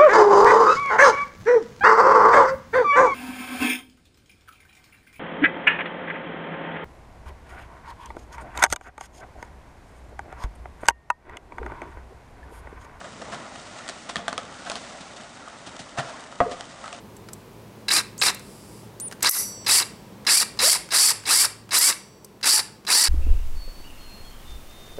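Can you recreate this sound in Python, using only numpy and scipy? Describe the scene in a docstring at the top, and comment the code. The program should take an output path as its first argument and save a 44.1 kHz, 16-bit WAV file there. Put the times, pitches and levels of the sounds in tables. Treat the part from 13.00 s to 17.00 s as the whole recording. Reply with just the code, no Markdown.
"""Small wheels grind steadily over grit: a dock on hollow plastic floats is pushed across a dirt yard.
Stones snap and clumps of gravel crunch under the wheels and ring the floats; pebbles tick, wheels scrub.
Near the end one float takes a hard thump. The sheds throw the snaps, crunches and thumps back."""
import sys
import numpy as np
from scipy import signal
from scipy.fft import rfft, irfft
from scipy.io import wavfile
from scipy.ndimage import uniform_filter1d

SR = 44100
rng = np.random.default_rng(int(sys.argv[2]) if len(sys.argv) > 2 else 0)


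def generate_wav(sig):
    """Save sig (samples, or channels by samples) to the path in sys.argv[1] as 16-bit PCM at SR."""
    pcm = np.round(np.clip(np.atleast_2d(sig).T, -1, 1) * 32767).astype(np.int16)
    wavfile.write(sys.argv[1], SR, pcm)


N = 176400
TIME_S = np.arange(N) / SR
EVENT_S = TIME_S[:SR // 2]

# yard reverberation: f/Hz, t60/s
YARD_DECAY = [(100, 1), (450, 0.44), (1200, 0.88), (4000, 0.9), (10000, 0.067)]
# shed echoes: delay/s, level/dB, f/Hz, width/Hz, t60/s
SHED_ECHOES = [(.055, -5, 420, 70, 0.23), (.085, -17.5, 490, 200, .08), (.108, -17.5, 505, 157, 0.13)]
# wheel scrubs: centre t/s, half-length/s, f/Hz, level/dB
WHEEL_SCRUBS = [(0.806, 0.026, 1270, -45), (0.85, 0.14, 1840, -52), (1.58, 0.25, 1420, -50.5),
                (2.46, 0.13, 1390, -49.5), (3.86, 0.043, 1520, -48)]
# rolling noise spectrum: f/Hz, density/dB
ROLL_SPECTRUM = [(15, -50), (25, -14.5), (59, -9), (160, -5.5), (239, -2), (356, -7.5), (494, -6.5),
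                 (532, -2), (619, 0), (684, -1), (996, -5), (1420, -3.5), (1560, -9.5), (1910, -6),
                 (2220, -9.5), (3240, -11.5), (6700, -13.5), (8820, -17.5), (10000, -26), (13000, -91),
                 (22000, -120)]
# rolling noise gain per band: t/s, level/dB
ROLL_BASS = [(0, 3), (.15, 4.5), (.3, 6.5), (.55, 5), (.9, 0.5), (1.3, 3.5), (1.8, 2.5), (2.3, 0), (2.6, 1),
             (3.1, 3), (3.3, 1), (4, 1)]
ROLL_MIDDLE = [(0, 1), (.15, -3.5), (.36, 4), (.6, 0.5), (.85, 0), (1, -1), (1.25, 0), (1.6, -1),
               (1.8, 0.5), (2.05, 2), (2.3, -2), (2.7, -1.5), (2.92, -1.5), (3.1, 4), (3.3, -1.5),
               (3.75, -2.5), (3.88, 1), (4, -2)]
ROLL_TREBLE = [(0, -5), (.25, -2), (.38, -3.5), (.65, -1), (1, -1), (1.35, -8), (1.6, -1), (1.8, 1),
               (2.05, -2.5), (2.3, -4), (2.55, -5), (2.92, -4.5), (3.08, 0), (3.3, -6.5), (3.55, -3),
               (3.75, -5), (3.88, -1), (4, -6)]
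# hollow float modes: f/Hz, level/dB, t60/s
FLOAT_MODES = [(195.5, -21.5, 0.23), (266.8, -13, 0.15), (379, -21.5, 0.12), (522, -4.5, 0.077),
               (596.6, 0, 0.048), (707, -1, 0.13), (830, -9, 0.057), (1103, -20, 0.16), (1214, -7.5, 0.086),
               (1268, -14.5, 0.07), (1456, -20, 0.053), (1930, -10, 0.048), (2080, -33, 0.04)]
# breaking stone spectrum: f/Hz, density/dB
STONE_SPECTRUM = [(40, -26), (150, -4), (280, -1), (410, -14), (680, 11.5), (930, -1.5), (1250, 3.5),
                  (1850, 1), (2300, -4), (3300, -0.5), (5000, -6.5), (8000, -10), (10000, -18)]
# gravel crunches: t/s, rise/s, fade/s, level/dB, bass/dB, treble/dB
GRAVEL_CRUNCHES = [(.009, 0.0044, 0.0052, -34.5, -6, -16), (.035, 0.011, 0.022, -37.5, -1, -11),
                   (.213, 0.0048, .012, -37, -2, -10), (.315, 0.012, 0.04, -33, 7, -4.5),
                   (.552, 0.0037, 0.01, -37, 9, -3), (.785, 0.0033, 0.0066, -39, 4, 4),
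                   (.891, 0.0044, 0.0061, -33, -5, 14), (1.087, 0.0085, 0.014, -30.5, -2, 3.5),
                   (1.165, 0.02, 0.019, -32, 13, -7), (1.655, .015, 0.019, -33, 5.5, -5.5),
                   (1.70, 0.0055, 0.034, -33.5, -12, -15), (1.75, 0.015, 0.016, -37.5, 2, 7),
                   (2.0, 0.012, 0.012, -42, 11, 8), (2.158, 0.013, 0.0073, -42, 9, 14),
                   (2.2, 0.0043, 0.02, -41, 10, -7), (2.655, 0.019, 0.015, -36.5, 16.5, 4.5),
                   (2.788, 0.011, .016, -36.5, 24.5, 16), (2.972, 0.0063, 0.0071, -26, -8, -8.5),
                   (2.982, 0.0038, 0.019, -21.5, -1, -6.5), (3.03, 0.067, 0.044, -41.5, -16, -5.5),
                   (3.508, 0.0088, 0.017, -32.5, 12, 0.5), (3.598, 0.0061, .018, -48, -2, -3),
                   (3.944, 0.0039, 0.0058, -40, 18, 8)]
# stone snaps: t/s, level/dB, bass/dB, treble/dB, ring f/Hz, ring/dB, float/dB
STONE_SNAPS = [(.2195, -17, 19, 8, 1250, 1, 10), (.337, -13.5, 7, -6, 1110, 4, -3),
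               (.346, -15, -3, 3, 1290, -2, -7), (.880, -10.5, -7, 3, 1930, -3.5, -20),
               (.8895, -7.5, -9, 8, 705, -1, -3), (.896, -9.5, -13, 5, 3170, -24, -16),
               (1.0935, -14, 5, -17, 1040, 7.5, 4), (1.1578, -4.5, 14, 8, 1807, 7, 4.5),
               (1.167, -10.5, 1, 9, 3340, 4, -13), (1.2812, 2.5, -14, -1.5, 1545, -4, 1),
               (1.3288, -3.5, 1, -4, 1400, -23, -5), (1.3792, -0.5, -26, -2.5, 1270, 2, -0.5),
               (1.699, -2.5, -11, 5, 623, 2.5, -18), (1.7173, -7, 10.5, 9.5, 1080, 1.5, -5),
               (1.756, -10, 7, 10, 1200, -1, -3), (1.7645, -15, -16, 3, 3160, 0, -7),
               (2.477, -17.5, 2.5, -18, 1230, 4, -5), (2.767, -17, -5, 6, 1510, -15, -4),
               (2.793, -15.5, -2, 3, 790, -3, -7), (2.9865, -13, 0, -7, 996, 7.5, -13),
               (3.143, -21, 10, -11, 1070, 9, -14), (3.325, -16.5, 4, -8.5, 1300, -2, -6),
               (3.601, -21, 8, -4, 750, 6, 0), (3.609, -12.5, -7, 8, 780, 5, -11),
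               (3.842, -21, 0, -11, 1300, 13.5, -10), (3.860, -20, -12, -2, 1280, 8, 4),
               (3.879, -12, 1, -4, 1340, 0, -11), (3.9285, -9, 2, 3, 1220, -3, 1.5)]
# contact knock spectrum: f/Hz, density/dB
KNOCK_SPECTRUM = [(25, -29), (120, -4), (400, -0.5), (700, 8.5), (1250, 7), (1900, -2), (2800, -9.5),
                  (5000, -25), (10000, -34)]
# blows on a float: t/s, level/dB, contact/ms, boom f/Hz, boom/dB, shove/dB
FLOAT_THUMPS = [(1.166, -15, .3, 175, 7.5, -17), (2.986, -9, 0.14, 136, 4, -18),
                (3.4040, 14.5, 0.11, 122, -21.5, -18)]


def amp(db):
    """Decibels to gain."""
    return 10 ** (np.asarray(db) / 20)


def unit_rms(x):
    """Scale to rms 1."""
    return x / np.sqrt(np.mean(x ** 2) + 1e-20)


def unit_energy(x):
    """Scale to energy 1."""
    return x / np.sqrt(np.sum(x ** 2) + 1e-20)


def curve_at(points, hz):
    """Interpolate on a log-frequency axis."""
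    points_hz, values = np.transpose(points)
    return np.interp(np.log(hz + 1), np.log(points_hz + 1), values)


def add(mix, start_s, sound):
    """Mix a sound in at start_s."""
    part = mix[max(round(start_s * SR), 0):][:len(sound)]
    part += sound[:len(part)]


def convolve(x, response):
    """Convolve, keeping the length of x."""
    return signal.fftconvolve(x, response)[:len(x)]


def shelves(hz, bass_hz=390, treble_hz=2130):
    """Bass and treble share per frequency."""
    return 1 / (1 + (hz / bass_hz) ** 6), 1 - 1 / (1 + (hz / treble_hz) ** 6)


def colour(x, spectrum, bass_db=0, treble_db=0):
    """Minimum-phase filter of unit energy: spectrum plus two shelves."""
    hz = abs(np.fft.fftfreq(2048, 1 / SR))
    low, high = shelves(hz)
    log_gain = np.log(amp(curve_at(spectrum, hz) + bass_db * low + treble_db * high))
    response = np.fft.ifft(np.exp(np.conj(signal.hilbert(log_gain)))).real
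    return convolve(x, unit_energy(response[:len(hz) // 2]))


def resonate(x, hz, width_hz):
    """One band-pass resonance."""
    return signal.lfilter(*signal.iirpeak(hz, hz / width_hz, SR), x)


def decay(t60_s):
    """Exponential decay."""
    return np.exp(-np.log(1000) * EVENT_S / t60_s)


def mode(hz, t60_s):
    """Damped sine."""
    return np.sin(2 * np.pi * hz * EVENT_S) * decay(t60_s)


def noise_burst(t60_s):
    """Decaying white noise, energy 1."""
    return unit_energy(rng.standard_normal(len(EVENT_S)) * decay(t60_s))


def grains(per_s, spread_db, size=len(EVENT_S)):
    """Random tiny clicks, a few large."""
    strength = amp(spread_db * np.minimum(rng.exponential(1, size), 4))
    return unit_rms(strength * rng.choice([-1, 1], size) * (rng.random(size) < per_s / SR))


def yard(x, tail_db=-18, onset_s=0.01):
    """Thin open-air tail plus dull, ringing echoes from metal sheds."""
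    hz, frame_s, bins = signal.stft(rng.standard_normal(SR), SR, nperseg=256)
    bins = bins * np.exp(-np.log(1000) * frame_s / curve_at(YARD_DECAY, hz)[:, None])
    tail = signal.istft(bins, SR, nperseg=256)[1]
    onset = np.minimum(np.arange(len(tail)) / SR / onset_s, 1)
    response = amp(tail_db) * unit_energy(tail * onset)
    for delay_s, db, hz, width_hz, t60_s in SHED_ECHOES:
        add(response, delay_s, amp(db) * resonate(noise_burst(t60_s), hz, width_hz))
    return convolve(x, response)


def pebbles(db=-55):
    """Single small pebbles tick at random."""
    tick = noise_burst(t60_s=0.019)
    tick[0] += 1
    ticks = convolve(grains(per_s=280, spread_db=4.5, size=N), tick)
    return amp(db) * unit_rms(colour(ticks, STONE_SPECTRUM, bass_db=-8, treble_db=14))


def scrubs(width_hz=220):
    """A wheel slides briefly sideways: narrow rasp."""
    out = np.zeros(N)
    for centre_s, half_s, hz, db in WHEEL_SCRUBS:
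        rasp = resonate(rng.standard_normal(N), hz, width_hz)
        rasp = unit_rms(resonate(rasp, hz, 2 * width_hz))
        out += amp(db) * rasp * np.exp(-2 * ((TIME_S - centre_s) / half_s) ** 2)
    return out


def rolling(base_db=-42.5, grain_share=0.47):
    """Grit and packed dirt under the wheels: dense grains over a rumble, flickering in three bands."""
    drive = np.sqrt(grain_share) * grains(per_s=4000, spread_db=3, size=N)
    drive += np.sqrt(1 - grain_share) * rng.standard_normal(N)
    spectrum = rfft(unit_rms(colour(drive, ROLL_SPECTRUM)))
    low, high = shelves(np.fft.rfftfreq(N, 1 / SR))
    bands = [(low, ROLL_BASS, 1.25), (1 - low - high, ROLL_MIDDLE, 1.25), (high, ROLL_TREBLE, 0.6)]
    out = np.zeros(N)
    for share, levels, flicker_db in bands:
        flicker = unit_rms(uniform_filter1d(rng.standard_normal(N), size=900))
        gain_db = np.interp(TIME_S, *np.transpose(levels)) + flicker_db * flicker
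        out += irfft(spectrum * share, N) * amp(gain_db)
    return amp(base_db) * out


def float_ring(scatter_db=0, swell_cycles=1.8):
    """Float modes build up over a few cycles; their balance varies with the spot struck."""
    ring = np.zeros(len(EVENT_S))
    for hz, db, t60_s in FLOAT_MODES:
        swell = 1 - np.exp(-EVENT_S * hz / swell_cycles)
        ring += amp(db + scatter_db * rng.standard_normal()) * mode(hz, t60_s) * swell
    return unit_energy(ring)


def crunch(rise_s, fade_s, db, bass_db, treble_db, float_db=-13):
    """A gravel clump gives way: a burst of small cracks rings the float."""
    cracks = grains(per_s=4500, spread_db=1)
    envelope = np.minimum(EVENT_S / rise_s, 1) * np.exp(-np.maximum(EVENT_S - rise_s, 0) / fade_s)
    burst = unit_energy(cracks * envelope) * np.linalg.norm(envelope)
    body = amp(float_db) * convolve(burst, float_ring(scatter_db=11.5))
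    return amp(db) * (colour(burst, STONE_SPECTRUM, bass_db, treble_db) + body)


def snap(db, bass_db, treble_db, ring_hz, ring_db, float_db, trim_db=-2.5):
    """A stone breaks: ragged crack, spray of splinters, short ring of wheel and float."""
    splinters = amp(-4.5) * unit_energy(grains(per_s=6000, spread_db=1) * decay(t60_s=0.14))
    crack = splinters + amp(1.5) * noise_burst(t60_s=0.0084)
    crack[0] -= 0.8  # leading click
    body = amp(float_db) * unit_energy(float_ring(scatter_db=7.5) * decay(t60_s=0.082))
    ring = amp(ring_db) * unit_energy(mode(ring_hz, t60_s=0.03)) + body
    return amp(db + trim_db) * (colour(crack, STONE_SPECTRUM, bass_db, treble_db) - 0.78 * ring)


def thump(db, contact_ms, boom_hz, boom_db, shove_db, rattle_db=-10, click_db=-7.5):
    """A jolt rings the float, rattles its mounting, booms the deck and shoves the air."""
    knock = amp(rattle_db) * noise_burst(t60_s=0.097)
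    knock[0] -= amp(click_db)
    force = np.exp(-EVENT_S * 1000 / contact_ms)
    ring = convolve(float_ring(), force / force.sum())
    boom = amp(boom_db) * unit_energy(mode(boom_hz, t60_s=0.15))
    shove = amp(shove_db) * unit_energy(mode(hz=42, t60_s=0.031))
    return amp(db) * (colour(knock, KNOCK_SPECTRUM) - ring + boom - shove)


def scene():
    """Snaps, crunches and thumps echo in the yard over dry wheel noise."""
    hits = np.zeros(N)
    for events, source in [(STONE_SNAPS, snap), (GRAVEL_CRUNCHES, crunch), (FLOAT_THUMPS, thump)]:
        for start_s, *settings in events:
            add(hits, start_s, source(*settings))
    return (hits + yard(hits) + rolling() + pebbles() + scrubs())[None]


def record(dry, cutoff_hz=10260):
    """Steep low-pass."""
    lowpass = signal.firwin(511, cutoff_hz, window=("kaiser", 9), fs=SR)
    return signal.oaconvolve(dry, lowpass[None], "same")


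dry = scene()
out = record(dry)
generate_wav(out)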